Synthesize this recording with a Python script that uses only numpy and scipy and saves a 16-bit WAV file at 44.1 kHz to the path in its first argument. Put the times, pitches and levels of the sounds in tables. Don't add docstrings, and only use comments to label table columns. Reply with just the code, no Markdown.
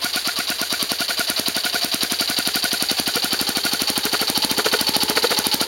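import sys
import numpy as np
from scipy import signal
from scipy.fft import rfft, irfft, next_fast_len
from scipy.io import wavfile
from scipy.ndimage import map_coordinates

SR = 44100
rng = np.random.default_rng(int(sys.argv[2]) if len(sys.argv) > 2 else 0)


def master(y):
    cut = np.clip(np.atleast_2d(y).T, -1, 1)
    pcm = np.round(cut * 32767)
    wavfile.write(sys.argv[1], SR, pcm.astype(np.int16))


N = 250047
TIME_S = np.arange(N) / SR

# time in seconds, speed in turns a second.
FLYWHEEL_RPS = [(0.0, 8.67), (0.69, 8.88), (0.89, 11.32), (1.03, 11.36), (1.24, 9.18), (1.52, 12.35),
                (1.84, 9.52), (1.99, 11.4), (2.32, 11.13), (2.55, 12.17), (2.8, 10.49), (3.06, 12.87),
                (3.25, 11.2), (3.45, 12.85), (3.8, 11.73), (4.0, 13.45), (4.25, 11.5), (4.49, 15.38),
                (4.8, 11.84), (5.09, 15.83), (5.36, 12.17), (5.56, 13.61), (5.67, 17.07)]
# time in seconds, charge from 0 to 1.
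AIR_CHARGE = [(0.05, 0.42), (0.73, 0.48), (0.83, 0.77), (1.1, 0.1), (1.4, 0.78), (1.65, 0.22), (1.75, 0.26),
              (1.85, 0.66), (2.21, 0.42), (2.48, 0.49), (2.64, 0.28), (3.0, 0.73), (3.08, 0.37),
              (3.49, 0.58), (3.65, 0.3), (3.9, 0.76), (4.13, 0.28), (4.3, 0.69), (4.45, 0.9), (4.66, 0.0),
              (4.81, 0.57), (5.03, 0.99), (5.16, 0.14), (5.31, 0.22), (5.39, 0.57), (5.54, 0.86),
              (5.61, 0.39)]
# charge from 0 to 1,
# power stroke as a share of the turn, then puff, spit, rattle, return and ring in relative dB.
TURN_BY_CHARGE = [(0, .15, -36, -34, -19, -23, -26.5), (.3, 0.23, -24, -19, -21, -23, -22.5),
                  (.6, 0.33, -22, -16.5, -20, -31, -33.5), (1, 0.478, -22.5, -17, -19, -33.5, -65)]
# time in seconds, gain in dB.
NEARNESS_DB = [(0, -2.5), (1.1, -1.7), (2.2, -0.5), (5.67, .5)]
# time in seconds, relative level in dB.
HARD_KNOCKS_DB = [(3.16, -25.5), (4.05, -29.5), (4.13, -23), (4.22, -27.5), (4.58, -22), (4.66, -20.5),
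                  (4.73, -20.5), (5.1, -26.5), (5.16, -18.5), (5.24, -20), (5.31, -23.5), (5.39, -32)]
# time in seconds, power share of the housing's late modes from 0 to 1.
HOUSING_LATE_SHARE = [(0, 0.34), (1.3, 0.46), (2.2, 0.34), (3.6, 1), (4.4, 0.95), (5.67, 0.82)]
# time in seconds, pitch in Hz, relative level in dB,
# upper mode in dB against the lower.
HOLLOW_NOTE = [(0, 694, -18.5, 8), (0.799, 665, -16, 1), (1.701, 670, -10.5, -17), (2.5, 750.6, -14, -24),
               (3.4, 799, -12.5, -13), (3.999, 828, -11.5, -10), (4.499, 861, -9.5, -30),
               (5.67, 862, -7.5, -25)]
# time in seconds, relative level in dB.
DRONE_DB = [(0.0, -45), (0.35, -46), (3.11, -44), (3.38, -36.5), (4.12, -39.5), (4.52, -34), (4.67, -36.5),
            (5.08, -33), (5.67, -33.5)]

# centre in Hz, width in Hz, relative gain in dB.
HOUSING_EARLY_MODES = [(2915, 130, -8), (3520, 360, -18), (3970, 120, 0.5), (4220, 110, -8),
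                       (4577, 78, 4.5), (4695, 35, 6.5)]
HOUSING_LATE_MODES = [(2480, 34, -8.5), (2974, 60, -8), (3143, 106, -4.5), (3755, 31, 0.5), (4090, 81, 0),
                      (4500, 110, -16), (4475, 83, 6.5)]
CYLINDER_MODES = [(700, 16, -7.5), (1440, 28, -.5), (2300, 70, -12)]
MOUNT_MODES = [(485, 110, 7), (655, 160, -3), (930, 150, 1.5), (1250, 220, 2), (1750, 60, -1),
               (1930, 110, -28.5), (2400, 330, -25), (3090, 200, -20)]
VALVE_MODES = [(6960, 1400, -1), (14100, 550, 0)]
PORT_MODES = [(5250, 350, 0), (9200, 430, 21), (10300, 420, -21), (14000, 700, -5)]
FLOOR_MODES = [(72, 13, 0)]
DRONE_MODES = [(416, 140, 5), (854, 110, -1)]

# frequency in Hz, relative density in dB.
RATTLE_SPECTRUM = [(150, -28), (400, -16), (600, -8.5), (900, -9), (1150, -5.5), (1600, -8.5), (2500, -9),
                   (3500, -7.5), (4700, -12.5), (5600, -6.5), (7000, -17), (10000, -11), (14000, -29),
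                   (16000, -19)]
SPIT_SPECTRUM = [(300, -50), (600, 11.5), (1400, -25), (3000, -13), (5500, 3.5), (7000, 0.5), (10000, 5),
                 (12500, 1.5), (16000, 0)]
CLATTER_SPECTRUM = [(200, -28), (500, -11), (1100, 6.5), (1800, 9), (2500, 12.5), (4000, 4), (5600, 6.5),
                    (7000, -7), (10000, 0.5), (13000, -26.5), (16000, -1)]
LEAK_SPECTRUM = [(200, -26), (500, -15), (1000, -29), (1600, -9), (2600, -18), (4500, -4), (5300, -14.5),
                 (7000, -9.5), (10500, -13.5), (13000, -16.5), (16000, -24)]
COMPRESSOR_SPECTRUM = [(20, -22), (55, -1), (88, -6), (130, -16), (250, -2), (450, 0), (600, 2),
                       (1500, 1.5), (4400, 8), (5500, -7), (10000, -2), (16000, -11)]
CLOSING_SPECTRUM = [(1000, -41), (4000, -8), (6000, 0), (11000, 18), (16000, -2)]

# frequency in Hz, time to fall 60 dB in seconds.
ROOM_T60_S = [(100, 0.36), (1000, 0.11), (5000, 1), (16000, 0.33)]


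def engine_turns(first_exhaust_s=.046):
    speed_rps = curve(FLYWHEEL_RPS)
    revs = np.cumsum(speed_rps) / SR
    revs -= np.interp(first_exhaust_s, TIME_S, revs)
    exhaust_s = np.interp(np.arange(int(revs[-1]) + 1), revs, TIME_S)
    turn_rps = np.interp(exhaust_s, TIME_S, speed_rps)
    octaves = np.log2(turn_rps / speed_rps.mean())
    charge, near_db = curve(AIR_CHARGE, exhaust_s), curve(NEARNESS_DB, exhaust_s)
    power_share, puff_db, spit_db, rattle_db, return_db, ring_db = columns(TURN_BY_CHARGE, charge)
    power_s = power_share / turn_rps
    knock_db = -42 + 12 * octaves
    for at_s, db in HARD_KNOCKS_DB:
        knock_db[np.argmin(abs(exhaust_s - at_s))] = db
    return dict(
        open_s=exhaust_s - power_s, exhaust_s=exhaust_s, power_s=power_s, period_s=np.gradient(exhaust_s),
        phase=np.interp(TIME_S, exhaust_s, np.arange(len(exhaust_s))) % 1,
        puff_db=puff_db + near_db + 3 * octaves,
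        ring_db=ring_db - 4.5 * octaves,
        return_db=return_db + near_db + 1.5 * octaves,
        spit_db=spit_db + near_db, rattle_db=rattle_db + near_db, knock_db=knock_db)


def power_stroke(turns):
    open_s, end_s, db = turns["open_s"], turns["exhaust_s"], turns["rattle_db"]
    chatter = ticks(rate_hz=600, scatter_db=3, rub=.8)
    load = strokes(open_s, end_s, db, rise_s=.0011, fall_s=.0021)
    strike = strokes(open_s, open_s + .0015, db - 10, rise_s=.0006, fall_s=.003)
    spread = strokes(open_s, end_s, db, rise_s=.007, fall_s=.003, swell_db=2)
    scrape = amp(-3) * coloured(chatter + noise(), RATTLE_SPECTRUM)
    return amp(-2.5) * housing(chatter) * (load + strike) + scrape * spread


def housing(x, low_hz=2100, high_hz=5300):
    late = curve(HOUSING_LATE_SHARE)
    x = filtered(x, lambda f: (f / low_hz) ** 3 / (1 + (f / low_hz) ** 3) / (1 + (f / high_hz) ** 12))
    early_ring = np.sqrt(1 - late) * resonate(x, HOUSING_EARLY_MODES)
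    return early_ring + np.sqrt(late) * resonate(x, HOUSING_LATE_MODES)


def exhaust(turns, thump_hz=268, attack_s=.0012, release_s=.0025, spit_width_s=.00088, gain_db=6):
    puff, jet = np.zeros(N), np.zeros(N)
    for at_s, puff_db, spit_db in zip(turns["exhaust_s"], turns["puff_db"], turns["spit_db"]):
        span = slice(int(at_s * SR) - SR // 100, int(at_s * SR) + SR // 100)
        t = TIME_S[span] - at_s
        swing = np.exp(-(t / np.where(t > 0, release_s, attack_s)) ** 2 / 2)
        puff[span] -= amp(puff_db + gain_db) * swing * np.cos(2 * np.pi * thump_hz * t)
        jet[span] += amp(spit_db + gain_db) * np.exp(-(t / spit_width_s) ** 2 / 2)
    radiated = filtered(puff, lambda hz: -hz * hz / (125 ** 2 - hz * hz + 140j * hz))
    return radiated + jet * coloured(noise(), SPIT_SPECTRUM)


def cylinder_ring(turns, glide=.03):
    bend = 1 + glide * np.clip(8 * turns["phase"] - 1, -1, 1)
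    tone = unit(sum(amp(db) * fuzzy_tone(hz * bend, width_hz) for hz, width_hz, db in CYLINDER_MODES))
    start_s = turns["exhaust_s"] + .05 * turns["period_s"]
    end_s = turns["exhaust_s"] + .17 * turns["period_s"]
    return tone * strokes(start_s, end_s, turns["ring_db"] + 4, rise_s=.003, fall_s=.004, swell_db=2)


def rod_knocks(turns):
    at_s, knock_db, ring_db = turns["exhaust_s"], turns["knock_db"], turns["ring_db"]
    boom = fuzzy_tone(hz=440, width_hz=28)
    boom *= strokes(at_s + .004, at_s + .015, knock_db + .5, rise_s=.003, fall_s=.007, swell_db=2)
    slap = resonate(ticks(rate_hz=470, scatter_db=5, rub=.38), MOUNT_MODES)
    slap *= strokes(at_s + .002, at_s + .02, .8 * knock_db + .2 * ring_db + 2, rise_s=.003, fall_s=.003)
    clatter = coloured(ticks(rate_hz=800, scatter_db=2, rub=.5), CLATTER_SPECTRUM)
    clatter_db = .3 * ring_db + .14 * knock_db - 12.5
    end_s = at_s + .18 * turns["period_s"]
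    clatter *= strokes(at_s + .0012, end_s, clatter_db, rise_s=.0023, fall_s=.0049)
    return boom + slap + clatter


def port_closing(turns):
    at_s = turns["exhaust_s"] + .12 * turns["period_s"]
    hiss = coloured(noise(), CLOSING_SPECTRUM)
    return hiss * strokes(at_s, at_s + .0016, turns["ring_db"] - 5, rise_s=.00047, fall_s=.001)


def return_stroke(turns, rest_s=.012):
    start_s, period_s, db = turns["exhaust_s"], turns["period_s"], turns["return_db"]
    next_open_s = start_s + period_s - np.roll(turns["power_s"], -1)
    end_s = np.minimum(start_s + .54 * period_s, next_open_s - rest_s)
    chatter = ticks(rate_hz=260, scatter_db=3.5, rub=.6)
    ring = amp(-3) * housing(chatter) * strokes(start_s, end_s, db, rise_s=.003, fall_s=.007)
    leak = strokes(start_s, end_s, .5 * db - 16, rise_s=.0005, fall_s=.012, swell_db=-3)
    return ring + amp(.5) * coloured(noise(), LEAK_SPECTRUM) * leak


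def hollow_note(turns, bend=.12, upper_ratio=1.66):
    at_s, period_s, rattle_db = turns["exhaust_s"], turns["period_s"], turns["rattle_db"]
    hz, db, upper_db = columns(HOLLOW_NOTE, TIME_S)
    height = (1 - np.cos(2 * np.pi * turns["phase"])) / 2
    hz *= 1 + bend * (np.minimum(height, .5) - .25)
    tone = fuzzy_tone(hz, width_hz=27.1) + amp(upper_db) * fuzzy_tone(upper_ratio * hz, width_hz=59.9)
    down = strokes(turns["open_s"], at_s, rattle_db, rise_s=.0062, fall_s=.0022, swell_db=3.5)
    up_db = rattle_db - 8 - 14 * np.log2(period_s / period_s.mean())
    up = strokes(at_s + .29 * period_s, at_s + .42 * period_s, up_db, rise_s=.0043, fall_s=.0047)
    return amp(db) * tone * (down + up)


def air_jets(turns):
    open_s, at_s = turns["open_s"], turns["exhaust_s"]
    inlet = strokes(open_s, at_s, turns["rattle_db"] - 19, rise_s=.0016, fall_s=.002, swell_db=-7)
    trail = strokes(at_s, at_s + .0044, turns["spit_db"] - 20, rise_s=.0006, fall_s=.007)
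    return resonate(noise(), VALVE_MODES) * inlet + resonate(noise(), PORT_MODES) * trail


def floor_thud(turns, growth=1.8):
    kicks = np.bincount((turns["exhaust_s"] * SR).astype(int), amp(growth * turns["puff_db"]), N)
    return amp(turns["puff_db"].mean() - 31) * resonate(kicks, FLOOR_MODES)


def background():
    drone = amp(curve(DRONE_DB) - 3.5) * resonate(noise(), DRONE_MODES)
    hum = amp(-59.5) * fuzzy_tone(hz=88, width_hz=3.96)
    rush = amp(-34.5) * coloured(noise(), COMPRESSOR_SPECTRUM)
    return drone + hum + rush


def room(x, echo_s=.0139, echo_cutoff_hz=600, echo_db=-14, tail_db=-15):
    hz, t, spectra = signal.stft(rng.standard_normal(SR // 3), SR, nperseg=256)
    decay = amp(-60 * t / log_curve(ROOM_T60_S, hz)[:, None])
    _, tail = signal.istft(spectra * decay, SR, nperseg=256)
    wash = signal.fftconvolve(x, tail / np.linalg.norm(tail))[:N]
    echo = filtered(x, lambda f: np.exp(-2j * np.pi * f * echo_s) / (1 + 1j * f / echo_cutoff_hz))
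    return x + amp(echo_db) * echo + amp(tail_db) * wash


def ticks(rate_hz, scatter_db, rub, contact_s=.0004):
    log_gap, size = rng.uniform(-1, 1, (2, 9000))
    at = (np.cumsum(np.exp(log_gap)) / rate_hz * SR).astype(int)
    blows = np.bincount(at[at < N], amp(scatter_db * size)[at < N], N)
    contact = signal.lfilter([1], [1, -np.exp(-1 / (contact_s * SR))], blows)
    return unit(contact * noise()) + rub * noise()


def fuzzy_tone(hz, width_hz, waver_hz=150):
    knots = rng.standard_normal(int(N * waver_hz / SR) + 4)
    waver = map_coordinates(knots, [TIME_S * waver_hz])
    return unit(np.sin(2 * np.pi * np.cumsum(hz + width_hz * waver) / SR))


def strokes(starts_s, ends_s, levels_db, rise_s, fall_s, swell_db=0):
    envelope = np.zeros(N)
    for start_s, end_s, db in zip(starts_s, ends_s, levels_db):
        span = slice(max(0, int(start_s * SR) + 1), int((end_s + .08) * SR))
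        t = TIME_S[span]
        progress = np.clip((t - start_s) / max(end_s - start_s, 1e-3), 0, 1)
        attack = 1 - np.exp((start_s - t) / rise_s)
        release = np.exp(-np.maximum(t - end_s, 0) / fall_s)
        envelope[span] += amp(db + swell_db * (progress - 1)) * attack * release
    return envelope


def resonate(x, modes):
    def response(hz):
        return sum(amp(db) * 1j * hz * width_hz / (centre_hz ** 2 - hz * hz + 1j * hz * width_hz)
                   for centre_hz, width_hz, db in modes)
    return unit(filtered(x, response))


def coloured(x, spectrum):
    return unit(filtered(x, lambda hz: amp(log_curve(spectrum, hz))))


def filtered(x, response):
    size = next_fast_len(N + SR // 2)
    return irfft(rfft(x, size) * response(np.fft.rfftfreq(size, 1 / SR)), size)[:N]


def columns(table, at):
    axis, *values = np.transpose(table)
    return [np.interp(at, axis, column) for column in values]


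def curve(table, at_s=TIME_S):
    return columns(table, at_s)[0]


def log_curve(table, hz):
    knots_hz, values = np.transpose(table)
    return np.interp(np.log(hz + 1), np.log(knots_hz + 1), values)


def noise():
    return rng.standard_normal(N)


def amp(db):
    return 10 ** (np.asarray(db) / 20)


def unit(x):
    return x / np.sqrt(np.mean(x ** 2) + 1e-20)


def scene():
    turns = engine_turns()
    engine = (power_stroke(turns) + exhaust(turns) + cylinder_ring(turns) + rod_knocks(turns)
              + port_closing(turns) + return_stroke(turns) + hollow_note(turns) + air_jets(turns))
    return (room(engine) + floor_thud(turns) + background())[None]


def record(dry, notch_hz=7900, half_width_hz=750, top_hz=15950):
    def response(hz):
        notch = (hz - notch_hz) / (hz - notch_hz - 1j * half_width_hz)
        return notch * (hz < top_hz)
    return filtered(dry[0], response)[None]


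dry = scene()
out = record(dry)
master(out)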